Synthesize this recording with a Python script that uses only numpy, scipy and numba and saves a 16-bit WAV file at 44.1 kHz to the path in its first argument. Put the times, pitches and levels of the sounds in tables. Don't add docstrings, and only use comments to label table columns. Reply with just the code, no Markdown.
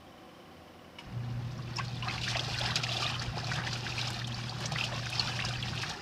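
import sys
import numpy as np
from scipy import signal
from scipy.fft import rfft, irfft, next_fast_len
from scipy.io import wavfile
from scipy.ndimage import uniform_filter1d
from numba import njit

SR = 44100
rng = np.random.default_rng(int(sys.argv[2]) if len(sys.argv) > 2 else 0)


def output_pcm(signal):
    pcm = np.clip(np.atleast_2d(signal).T, -1, 1) * 32767
    wavfile.write(sys.argv[1], SR, np.round(pcm).astype(np.int16))


N = 265342

# time_s, gulp_db, spray_db
CHURN_LEVELS = [(1.0, -59, -62), (1.2, -57.5, -61), (1.55, -62.5, -59.5), (1.72, -52.5, -54),
                (1.8, -48.5, -52), (1.94, -61, -53.5), (2.08, -47, -49), (2.14, -43.5, -40.5),
                (2.2, -48.5, -48.5), (2.23, -53, -43.5), (2.31, -45.5, -42), (2.37, -42, -42),
                (2.43, -44, -42), (2.5, -47, -39.5), (2.65, -42, -39.5), (2.76, -45.5, -44.5),
                (3.0, -42.5, -37), (3.33, -47.5, -47.5), (3.52, -45, -44.5), (3.58, -37, -42),
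                (3.625, -44.5, -50.5), (3.67, -45.5, -42), (3.8, -47, -43), (4.04, -44.5, -41.5),
                (4.13, -47.5, -43.5), (4.24, -50, -46.5), (4.3, -51.5, -50.5), (4.37, -51.5, -48),
                (4.44, -47, -43), (4.545, -54.5, -50), (4.63, -43, -42), (4.695, -49, -47.5),
                (4.79, -46, -40.5), (4.87, -47.5, -43.5), (4.93, -47, -48.5), (5.02, -50.5, -41.5),
                (5.2, -44, -40), (5.3, -46, -42.5), (5.46, -45, -42), (5.58, -48, -45.5), (5.84, -45, -41),
                (6.02, -49, -49.5)]
# frequency_hz, density_db
GULP_SPECTRUM = [(180, -6), (300, -5), (378, -3), (440, -12), (668, -3.5), (760, 4), (973, -3), (1770, 1.5),
                 (2150, -5.5), (2300, -5.5), (2990, -28), (5060, -120)]
SPRAY_SPECTRUM = [(1240, -41), (2100, -36), (2340, -0.5), (2740, 0), (2960, -1), (5080, -0.5), (7710, -17),
                  (11000, -26.5), (14600, -33.5), (15400, -39)]
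# start_s, level_db, pitch_hz
LOUD_BUBBLES = [(1.5204, -39.5, 5500), (1.578, -39, 5300), (1.59, -32, 1076), (1.622, -35, 4180),
                (1.677, -30, 2540), (1.6973, -39, 4310), (1.7394, -32, 4300), (1.767, -21.5, 5240),
                (1.784, -21.5, 2530), (1.76, -27, 5300), (1.775, -32, 2500), (1.79, -27, 1054),
                (1.797, -26.5, 2750), (1.7917, -23, 1960), (1.804, -21.5, 1510), (1.81, -29, 2560),
                (1.8519, -37, 4130), (1.8816, -28, 4500), (1.956, -37, 4330), (1.972, -28, 3480),
                (2.025, -20, 2810), (2.03, -33, 1120), (2.055, -30, 1080), (2.073, -23.5, 1020),
                (2.081, -19.5, 1560), (2.084, -22.5, 4080), (2.0834, -23, 2540), (2.095, -22, 2150),
                (2.11, -28, 4700), (2.1097, -21.5, 2470), (2.18, -21, 2550), (2.214, -24, 3660),
                (2.236, -17.5, 3020), (2.2768, -20.5, 3580), (2.278, -18, 1740), (2.3493, -20.5, 1800),
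                (2.354, -20, 2930), (2.355, -20.5, 705), (2.363, -22, 2630), (2.3933, -14, 3210),
                (2.479, -24.5, 564), (2.5414, -23, 3380), (2.544, -23, 2750), (2.56, -24, 1860),
                (2.638, -23, 3400), (2.665, -25, 3300), (2.69, -28, 900), (2.7, -25, 1650),
                (2.886, -23, 4770), (2.5862, -18, 4140), (2.5855, -23, 1654), (2.6132, -17, 3450),
                (2.635, -27, 780), (2.653, -19, 2570), (2.675, -22.5, 1800), (2.708, -20, 3880),
                (2.717, -20.5, 1140), (2.7573, -11, 3810), (2.7573, -12, 4750), (2.765, -17, 2700),
                (2.762, -21, 1690), (2.79, -28, 690), (2.837, -21.5, 4900), (2.8374, -18.5, 2400),
                (2.839, -23.5, 710), (2.8658, -22, 1760), (2.8906, -17.5, 2700), (2.9182, -16.5, 3380),
                (2.968, -17.5, 3470), (3.02, -19, 4030), (3.021, -18.5, 1134), (3.0417, -14.5, 3060),
                (3.057, -18.5, 2390), (3.065, -14.5, 3600), (3.118, -24, 1190), (3.153, -22.5, 3000),
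                (3.159, -26, 1100), (3.116, -22, 2830), (3.1417, -20, 2980), (3.1953, -20.5, 4480),
                (3.216, -21.5, 1470), (3.371, -19.5, 751), (3.4437, -22, 4000), (3.515, -18, 1210),
                (3.5158, -14, 1610), (3.505, -26, 2600), (3.534, -23, 2550), (3.555, -25, 3000),
                (3.605, -28, 1750), (3.636, -24.5, 2740), (3.5865, -21.5, 1660), (3.6682, -20, 3200),
                (3.6709, -17, 1750), (3.73, -20.5, 4820), (3.732, -22, 5600), (3.756, -25, 2740),
                (3.866, -18.5, 1640), (3.923, -22, 2650), (3.981, -18.5, 2490), (3.991, -19.5, 2980),
                (4.014, -17, 3750), (4.0717, -19.5, 5100), (4.083, -21, 3270), (4.101, -24.5, 1173),
                (4.108, -27, 1620), (4.197, -30, 4000), (4.1427, -23, 4020), (4.2142, -25.5, 1680),
                (4.2445, -21.5, 3510), (4.2766, -27, 2970), (4.32, -24.5, 3250), (4.345, -22.5, 4560),
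                (4.495, -20, 4500), (4.519, -30, 930), (4.564, -28, 1210), (4.612, -25, 1185),
                (4.638, -25, 4220), (4.644, -28, 654), (4.6582, -19, 5900), (4.717, -22, 746),
                (4.7198, -26, 2390), (4.752, -26, 3470), (4.757, -23.5, 1360), (4.7586, -15.5, 1805),
                (4.785, -19.5, 3090), (4.81, -11, 2750), (4.8387, -16, 2870), (4.914, -22, 776),
                (4.958, -27, 2640), (4.942, -22.5, 3600), (5.032, -26, 1610), (5.0656, -24, 1720),
                (5.1258, -23, 2400), (5.1792, -25, 4800), (5.181, -25, 827), (5.1954, -10, 4380),
                (5.196, -23, 890), (5.221, -25, 860), (5.2456, -24, 5330), (5.248, -24, 800),
                (5.2841, -24.5, 1500), (5.357, -32, 2680), (5.3907, -19, 1930), (5.466, -23, 2750),
                (5.508, -25, 1410), (5.537, -25, 3000), (5.555, -25.5, 2700), (5.57, -29, 4200),
                (5.585, -27, 1790), (5.4011, -15, 2680), (5.422, -19, 2650), (5.44, -21, 1272),
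                (5.4503, -14, 4940), (5.626, -19, 3085), (5.633, -22, 2480), (5.6545, -25.5, 1920),
                (5.7754, -17.5, 2720), (5.8283, -21, 2610), (5.834, -16.5, 1606)]
# start_s, level_db, pitch_hz, climb_hz_per_s, t60_s
AIR_POCKETS = [(1.775, -32, 816, 14000, 0.09), (1.784, -26, 1019, 3000, 0.073),
               (2.028, -38, 1022, 300, 0.14), (2.06, -33.5, 1064, 300, 0.14), (2.37, -37, 800, 500, .08),
               (4.925, -34, 600, 3000, .06), (4.73, -36, 770, 500, .08), (2.065, -37, 760, 500, 0.12),
               (2.402, -33, 514, 7000, 0.081), (2.606, -27, 640, 8100, 0.083),
               (2.908, -30, 580, 8900, 0.069), (2.97, -28.5, 543, 8040, 0.11),
               (3.04, -33, 1150, 3000, 0.069), (3.052, -28, 670, 7000, .06), (3.342, -32, 637, 4000, 0.042),
               (3.39, -34, 844, 3000, 0.038), (3.48, -31, 730, 1000, 0.09), (3.67, -36, 737, 12000, .07),
               (4.595, -33, 680, 7000, 0.082), (4.855, -32.5, 680, 4000, .08),
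               (5.272, -34, 1294, 13900, 0.051), (5.33, -31, 764, 8000, 0.057),
               (5.503, -33.5, 1186, 2000, 0.069), (5.94, -31, 744, 3000, .05)]
# start_s, level_db
WALL_SLAPS = [(1.759, -53), (1.785, -37), (1.8465, -43.5), (2.023, -67), (2.213, -39), (2.2356, -37),
              (2.279, -48), (2.3, -40), (2.311, -42), (2.368, -35.5), (2.3933, -37), (2.435, -42),
              (2.585, -43), (2.7572, -24.5), (2.8338, -31.5), (2.918, -44), (2.924, -47), (2.9999, -64),
              (3.0234, -35), (3.2202, -36), (3.444, -48), (3.4689, -38), (3.517, -39), (3.534, -36),
              (3.558, -43), (3.585, -50), (3.667, -42), (3.729, -41), (3.7712, -57), (3.981, -42),
              (3.99, -44), (4.0715, -41), (4.103, -40), (4.272, -39), (4.494, -43), (4.604, -59),
              (4.656, -32), (4.72, -35), (4.7574, -49), (4.8406, -33.5), (5.1012, -55), (5.179, -50),
              (5.1953, -36), (5.27, -43), (5.448, -41), (5.4855, -39), (5.7526, -54), (5.817, -36),
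              (5.894, -40.5)]
RIM_DROPS = [(1.7589, -45), (1.7958, -48), (1.8457, -49), (1.953, -48), (2.0687, -54), (2.142, -58),
             (2.2179, -55), (2.2822, -53), (2.3117, -41), (2.369, -45), (2.593, -34), (2.6648, -41),
             (2.7567, -30), (2.9248, -48), (3.0195, -42), (3.2211, -57), (3.5588, -39), (3.7703, -44),
             (4.1031, -31.5), (4.13, -37), (4.2712, -41), (4.279, -43), (4.4977, -55), (4.6049, -36),
             (4.6568, -41), (4.7192, -36), (4.8425, -37), (5.099, -31.5), (5.4381, -48), (5.4495, -40),
             (5.4859, -48), (5.6231, -41), (5.7528, -41), (5.8157, -38), (5.893, -39), (5.9349, -54),
             (5.9594, -52)]
# frequency_hz, gain_db
SLAP_SPECTRUM = [(300, 0), (1000, -4.5), (2500, -1), (5000, 11), (7500, -1.5), (11000, -34), (15400, -35)]
DROP_SPECTRUM = [(3000, -30), (6000, -5), (8000, 3), (11000, -8.5), (13000, -13), (15400, -23)]
# pitch_hz, width_hz, level_db
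CABINET_MODES = [(149.6, 27.3, 2), (194.4, 23, -2.5), (233.8, 44, -5.5), (342, 69, -13), (118, 28, -2)]
ROCKING_MODES = [(51.7, 23, -3.5), (83.6, 38, 1)]
# frequency_hz, density_db
WHIR_SPECTRUM = [(200, -15), (400, 5), (1200, 2), (3000, -8.5), (6000, -27), (12000, -38)]
# start_s, level_db
LAUNDRY_BLOWS = [(1.065, -43), (1.339, -44), (2.21, -41), (2.515, -39), (2.624, -37), (3.191, -41),
                 (3.274, -34), (4.165, -41), (4.365, -41), (4.915, -45), (5.21, -50), (5.431, -42),
                 (5.465, -45), (5.572, -38), (5.684, -40)]
# pitch_hz, level_db, t60_s
WALL_MODES = [(60.4, 10.5, 0.11), (94, 17, 0.057), (152, -15, 0.089)]
TICK_MODES = [(2946, 1, 0.045), (3020, 2, 0.065), (2280, -2, 0.044), (5530, -10, .03)]
SWITCH_MODES = [(950, -5, 0.093), (2270, 3, 0.034), (2570, -6, 0.05), (2910, 2.5, 0.046), (3180, -9, 0.05),
                (3520, -12, 0.035), (5130, -12, 0.12), (5470, -19, .09), (6500, -22, .03), (7500, -29, .03)]
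# frequency_hz, density_db
HUSH_SPECTRUM = [(15, -46), (25, -16), (86, 1.5), (304, -2), (420, -16.5), (494, 3.5), (565, 0.5),
                 (759, -5.5), (916, -9.5), (1200, -8), (2050, -11), (2990, -13.5), (5550, -22), (7060, -29),
                 (15400, -31.5)]
# pitch_hz, width_hz, level_db
TUB_AIR_MODES = [(337, 94, -10.5), (756, 88, -12), (1065, 205, -13.5), (5180, 1300, -23.5)]
# pitch_hz, rms_db
DISTANT_HUMS = [(86, -66), (167, -65.5), (194, -68.5), (242, -65), (285, -72), (319, -69)]

SWITCH_S, GRAB_S, TAKE_UP_S, STRAIN_END_S, STOP_S = 0.9858, 1.112, 1.14, 1.4, 5.83
HUM_HZ, HUM_DB, STRAIN_DB, SHAFT_HZ = 120.05, -41, 4.5, 27.5
SPIN_UP_S, COAST_S = 0.07, 0.28
TICK_START_S, TICK_END_S, TICKS_PER_S, TICK_DB = 0.011, 1.33, 18, -56.5
TIME_S = np.arange(N) / SR


def water():
    gulps, spray = churn()
    direct = gulps + spray + bubbles() + splashes() + glugs()
    echoes = shaken(tub_echoes(direct), rate_hz=350)
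    return (TIME_S > SWITCH_S) * (direct + undb(-5) * echoes)


def churn():
    time_s, *levels_db = np.transpose(CHURN_LEVELS)
    gulp_gain, spray_gain = (undb(np.interp(TIME_S, time_s, db)) for db in levels_db)
    surge = undb(2.2 * walk(35) + 1.25 * walk(12))
    gulps = swarm(GULP_SPECTRUM, surge, count=4500, cycles=21.4, spread_db=2, hiss_db=-1.5)
    spray_surge = surge * thrown_spray() * undb(1.16 * walk(70))
    spray = swarm(SPRAY_SPECTRUM, spray_surge, count=32000, cycles=11, spread_db=4, hiss_db=-5)
    return gulp_gain * gulps, spray_gain * spray


def swarm(spectrum, surge, count, cycles, spread_db, hiss_db):
    when, pitch, strength, length = rng.random((count, 4)).T
    low_hz, high_hz = spectrum[1][0], spectrum[-2][0]
    hz = low_hz * (high_hz / low_hz) ** pitch
    gain = undb(-spread_db * np.log(1 - .98 * strength)) * np.sqrt(hz)
    t60_s = cycles * (0.12 + length ** 2) / hz
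    crowd = ring(when * N / SR, hz, t60_s, gain, glide=0.28, rise_cycles=0.95)
    blur = undb(0.33 * walk(40)) * rng.standard_normal(N)
    return level(surge * (level(colour(crowd, spectrum)) + level(colour(blur, spectrum), hiss_db)))


def thrown_spray(boost_db=39.5, rise_s=0.0027, fall_s=0.012):
    start_s, db = np.transpose(WALL_SLAPS)
    age_s = TIME_S - start_s[:, None]
    swell = (1 - np.exp(-np.maximum(age_s, 0) / rise_s)) * np.exp(-np.abs(age_s) / fall_s)
    return 1 + np.sum(undb(db + boost_db)[:, None] * swell, axis=0)


def bubbles(litter_count=10, litter_s=0.024, litter_octaves=0.84):
    start_s, db, hz = np.transpose(LOUD_BUBBLES)
    t60_s = 0.036 * (hz / 1000) ** -0.52
    climb = 0.15 + 0.18 * (704 / hz) ** 2
    crack = ring(start_s, 1.27 * hz, 4.7 / hz, undb(db - 11), glide=0.086, rise_cycles=0.22)
    plink = ring(start_s - 0.8 / hz, hz, t60_s, undb(db - 5.5), glide=climb, rise_cycles=2.12)
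    lag, pitch = rng.random((len(start_s), litter_count, 2)).T
    litter_hz = hz * 2 ** (litter_octaves * (pitch - .45))
    litter_gain = undb(db - 16 - 12.8 * lag)
    litter = ring(start_s + litter_s * lag, litter_hz, 0.56 * t60_s, litter_gain,
                  glide=0.31, rise_cycles=1.2)
    return crack + shaken(plink, rate_hz=800) + litter


def splashes():
    slaps = burst(*np.transpose(WALL_SLAPS), rise_s=0.00047, fade_s=0.0054, click=3.3)
    drops = burst(*np.transpose(RIM_DROPS), rise_s=0.00097, fade_s=0.0032, click=2.1)
    return colour(slaps, SLAP_SPECTRUM) + colour(drops, DROP_SPECTRUM)


def glugs():
    start_s, db, hz, climb_hz_per_s, t60_s = np.transpose(AIR_POCKETS)
    pockets = ring(start_s, hz, t60_s, undb(db), glide=climb_hz_per_s * t60_s / hz, rise_cycles=4.5)
    return shaken(pockets, rate_hz=130)


def tub_echoes(direct, patterns=12, shift_hz=25.047, t60_s=0.023):
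    t = np.arange(int(.15 * SR)) / SR
    shares = np.array([walk(shift_hz) for _ in range(patterns)])
    shares /= np.linalg.norm(shares, axis=0)
    echoes = (t > .0015) * rng.standard_normal((patterns, len(t))) * undb(-60 * t / t60_s)
    echoes /= np.linalg.norm(echoes, axis=1, keepdims=True)
    return sum(signal.fftconvolve(direct * share, echo)[:N] for share, echo in zip(shares, echoes))


def motor_hum():
    field = fade_in(TAKE_UP_S, 0.01) * die_away(STOP_S, 0.02)
    strain_db = STRAIN_DB * (1 - fade_in(STRAIN_END_S, 0.0067))
    shifting_load_db = -0.9 * walk(5.1) + 0.5 * walk(30)
    shaft_turns = np.cumsum(SHAFT_HZ * (1 + 0.03 * walk(3.05))) / SR
    throb = 1 + 0.24 * np.sin(2 * np.pi * shaft_turns)
    phase = 2 * np.pi * HUM_HZ * TIME_S
    tone = np.sqrt(2) * (np.sin(phase) + undb(-29.5) * np.sin(2 * phase))
    return undb(HUM_DB + strain_db + shifting_load_db) * field * throb * tone


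def belt_drive():
    speed = (1 - die_away(SWITCH_S, SPIN_UP_S)) ** 2 * die_away(STOP_S, COAST_S)
    whir = level(colour(rng.standard_normal(N), WHIR_SPECTRUM), -57)
    rumble = undb(-50.5) * resonant_noise(CABINET_MODES, flicker_db=4)
    rocking = undb(-53.5) * resonant_noise(ROCKING_MODES, flicker_db=1.5)
    groan = ring(GRAB_S, hz=188, t60_s=0.16, gain=undb(-32), glide=-0.27, rise_cycles=2.1)
    return groan + speed * (rumble + rocking + whir)


def laundry_thumps():
    start_s, db = np.transpose(LAUNDRY_BLOWS)
    return sum(ring(start_s + 0.0049, hz, t60_s, undb(db + mode_db), rise_cycles=1.2)
               for hz, mode_db, t60_s in WALL_MODES)


def timer_ticks(sink_per_s=0.063):
    start_s = np.arange(TICK_START_S, TICK_END_S, 1 / TICKS_PER_S)
    sinking = 1 - sink_per_s * (start_s - TICK_END_S / 2)
    ticks = np.zeros(N)
    for hz, db, t60_s in TICK_MODES:
        pitch_hz = hz * (sinking + 0.017 * rng.standard_normal(len(start_s)))
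        gain = undb(TICK_DB + db + 0.7 * rng.standard_normal(len(start_s)))
        ticks += ring(start_s, pitch_hz, t60_s, gain, rise_cycles=7.5)
    ticks = shaken(ticks, rate_hz=120)
    return ticks + undb(-8) * delayed(ticks, 0.024)


def timer_switch():
    hz, db, t60_s = np.transpose(SWITCH_MODES)
    snap = ring(SWITCH_S, hz, t60_s, undb(db - 43.5))
    bounces = 0.75 * delayed(snap, 0.0031) + 0.3 * delayed(snap, 0.02)
    rattle = burst([SWITCH_S], db=-40.5, rise_s=0.0011, fade_s=0.022)
    return snap + bounces + band(band(rattle, 2400, 3400), 2700, 3600)


def room_tone():
    hush = level(colour(rng.standard_normal(N), HUSH_SPECTRUM), -55)
    tub_air = undb(-50.5) * resonant_noise(TUB_AIR_MODES, flicker_db=0.5)
    hums = sum(np.sqrt(2) * undb(db + 0.82 * walk(6.8)) * np.sin(2 * np.pi * hz * TIME_S)
               for hz, db in DISTANT_HUMS)
    return hush + tub_air + hums


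def ring(start_s, hz, t60_s, gain, glide=0., rise_cycles=0.72):
    columns = np.broadcast_arrays(start_s, hz, t60_s, gain, glide)
    return add_rings(*(1. * column.ravel() for column in columns), rise_cycles)


@njit
def add_rings(start_s, hz, t60_s, gain, glide, rise_cycles):
    out = np.zeros(N)
    for k in range(len(start_s)):
        start, life = int(start_s[k] * SR), int(t60_s[k] * SR)
        decay, onset_decay = np.exp(-np.log(1000.) / life), np.exp(-hz[k] / (rise_cycles * SR))
        amplitude, held_back, phase = gain[k], 1., 0.
        for i in range(min(life, N - start)):
            phase += 2 * np.pi * hz[k] * (1 + glide[k] * i / life) / SR
            amplitude *= decay
            held_back *= onset_decay
            out[start + i] += amplitude * (1 - held_back) * np.sin(phase)
    return out


def shaken(x, rate_hz, phase_rad=1.1, strength_db=2):
    jolt = np.exp(1j * phase_rad * level(walk(rate_hz))) * undb(strength_db * level(walk(rate_hz)))
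    return np.real(signal.hilbert(x, next_fast_len(N))[:N] * jolt)


def burst(start_s, db, rise_s, fade_s, click=0.):
    hits = np.zeros(N)
    hits[(np.asarray(start_s) * SR).astype(int)] = undb(db)
    t = np.arange(int(.08 * SR)) / SR
    envelope = (1 - np.exp(-t / rise_s)) * np.exp(-t / fade_s)
    return signal.fftconvolve(hits, envelope)[:N] * rng.standard_normal(N) + click * hits


def resonant_noise(modes, flicker_db):
    out = np.zeros(N)
    for hz, width_hz, db in modes:
        mode = band(band(rng.standard_normal(N), hz, width_hz), hz, width_hz)
        out += level(mode, db) * undb(flicker_db * walk(12))
    return out


def colour(x, spectrum):
    hz, db = np.transpose(spectrum)
    size = next_fast_len(N)
    bins_hz = np.maximum(np.arange(size // 2 + 1) * SR / size, 1)
    gain = undb(np.interp(np.log(bins_hz), np.log(hz), db))
    return irfft(rfft(x, size) * gain, size)[:N]


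def band(x, hz, width_hz):
    return signal.lfilter(*signal.iirpeak(hz, hz / width_hz, fs=SR), x)


def walk(rate_hz):
    hold = int(SR / rate_hz)
    steps = np.repeat(rng.standard_normal(N // hold + 1), hold)
    return 0.82 * uniform_filter1d(uniform_filter1d(steps, hold), hold)[:N]


def fade_in(centre_s, width_s):
    return .5 + .5 * np.tanh((TIME_S - centre_s) / width_s / 2)


def die_away(start_s, fade_s):
    return np.exp(-np.maximum(TIME_S - start_s, 0) / fade_s)


def delayed(x, delay_s):
    return np.roll(x, int(delay_s * SR))


def level(x, rms_db=0):
    return x * undb(rms_db) / np.sqrt(np.mean(x ** 2))


def undb(db):
    return 10 ** (np.asarray(db) / 20)


def scene():
    washing = motor_hum() + belt_drive() + laundry_thumps() + water()
    return (washing + timer_ticks() + timer_switch() + room_tone())[None]


def record(dry):
    return signal.sosfilt(signal.ellip(10, .2, 80, 15500, fs=SR, output="sos"), dry)


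dry = scene()
out = record(dry)
output_pcm(out)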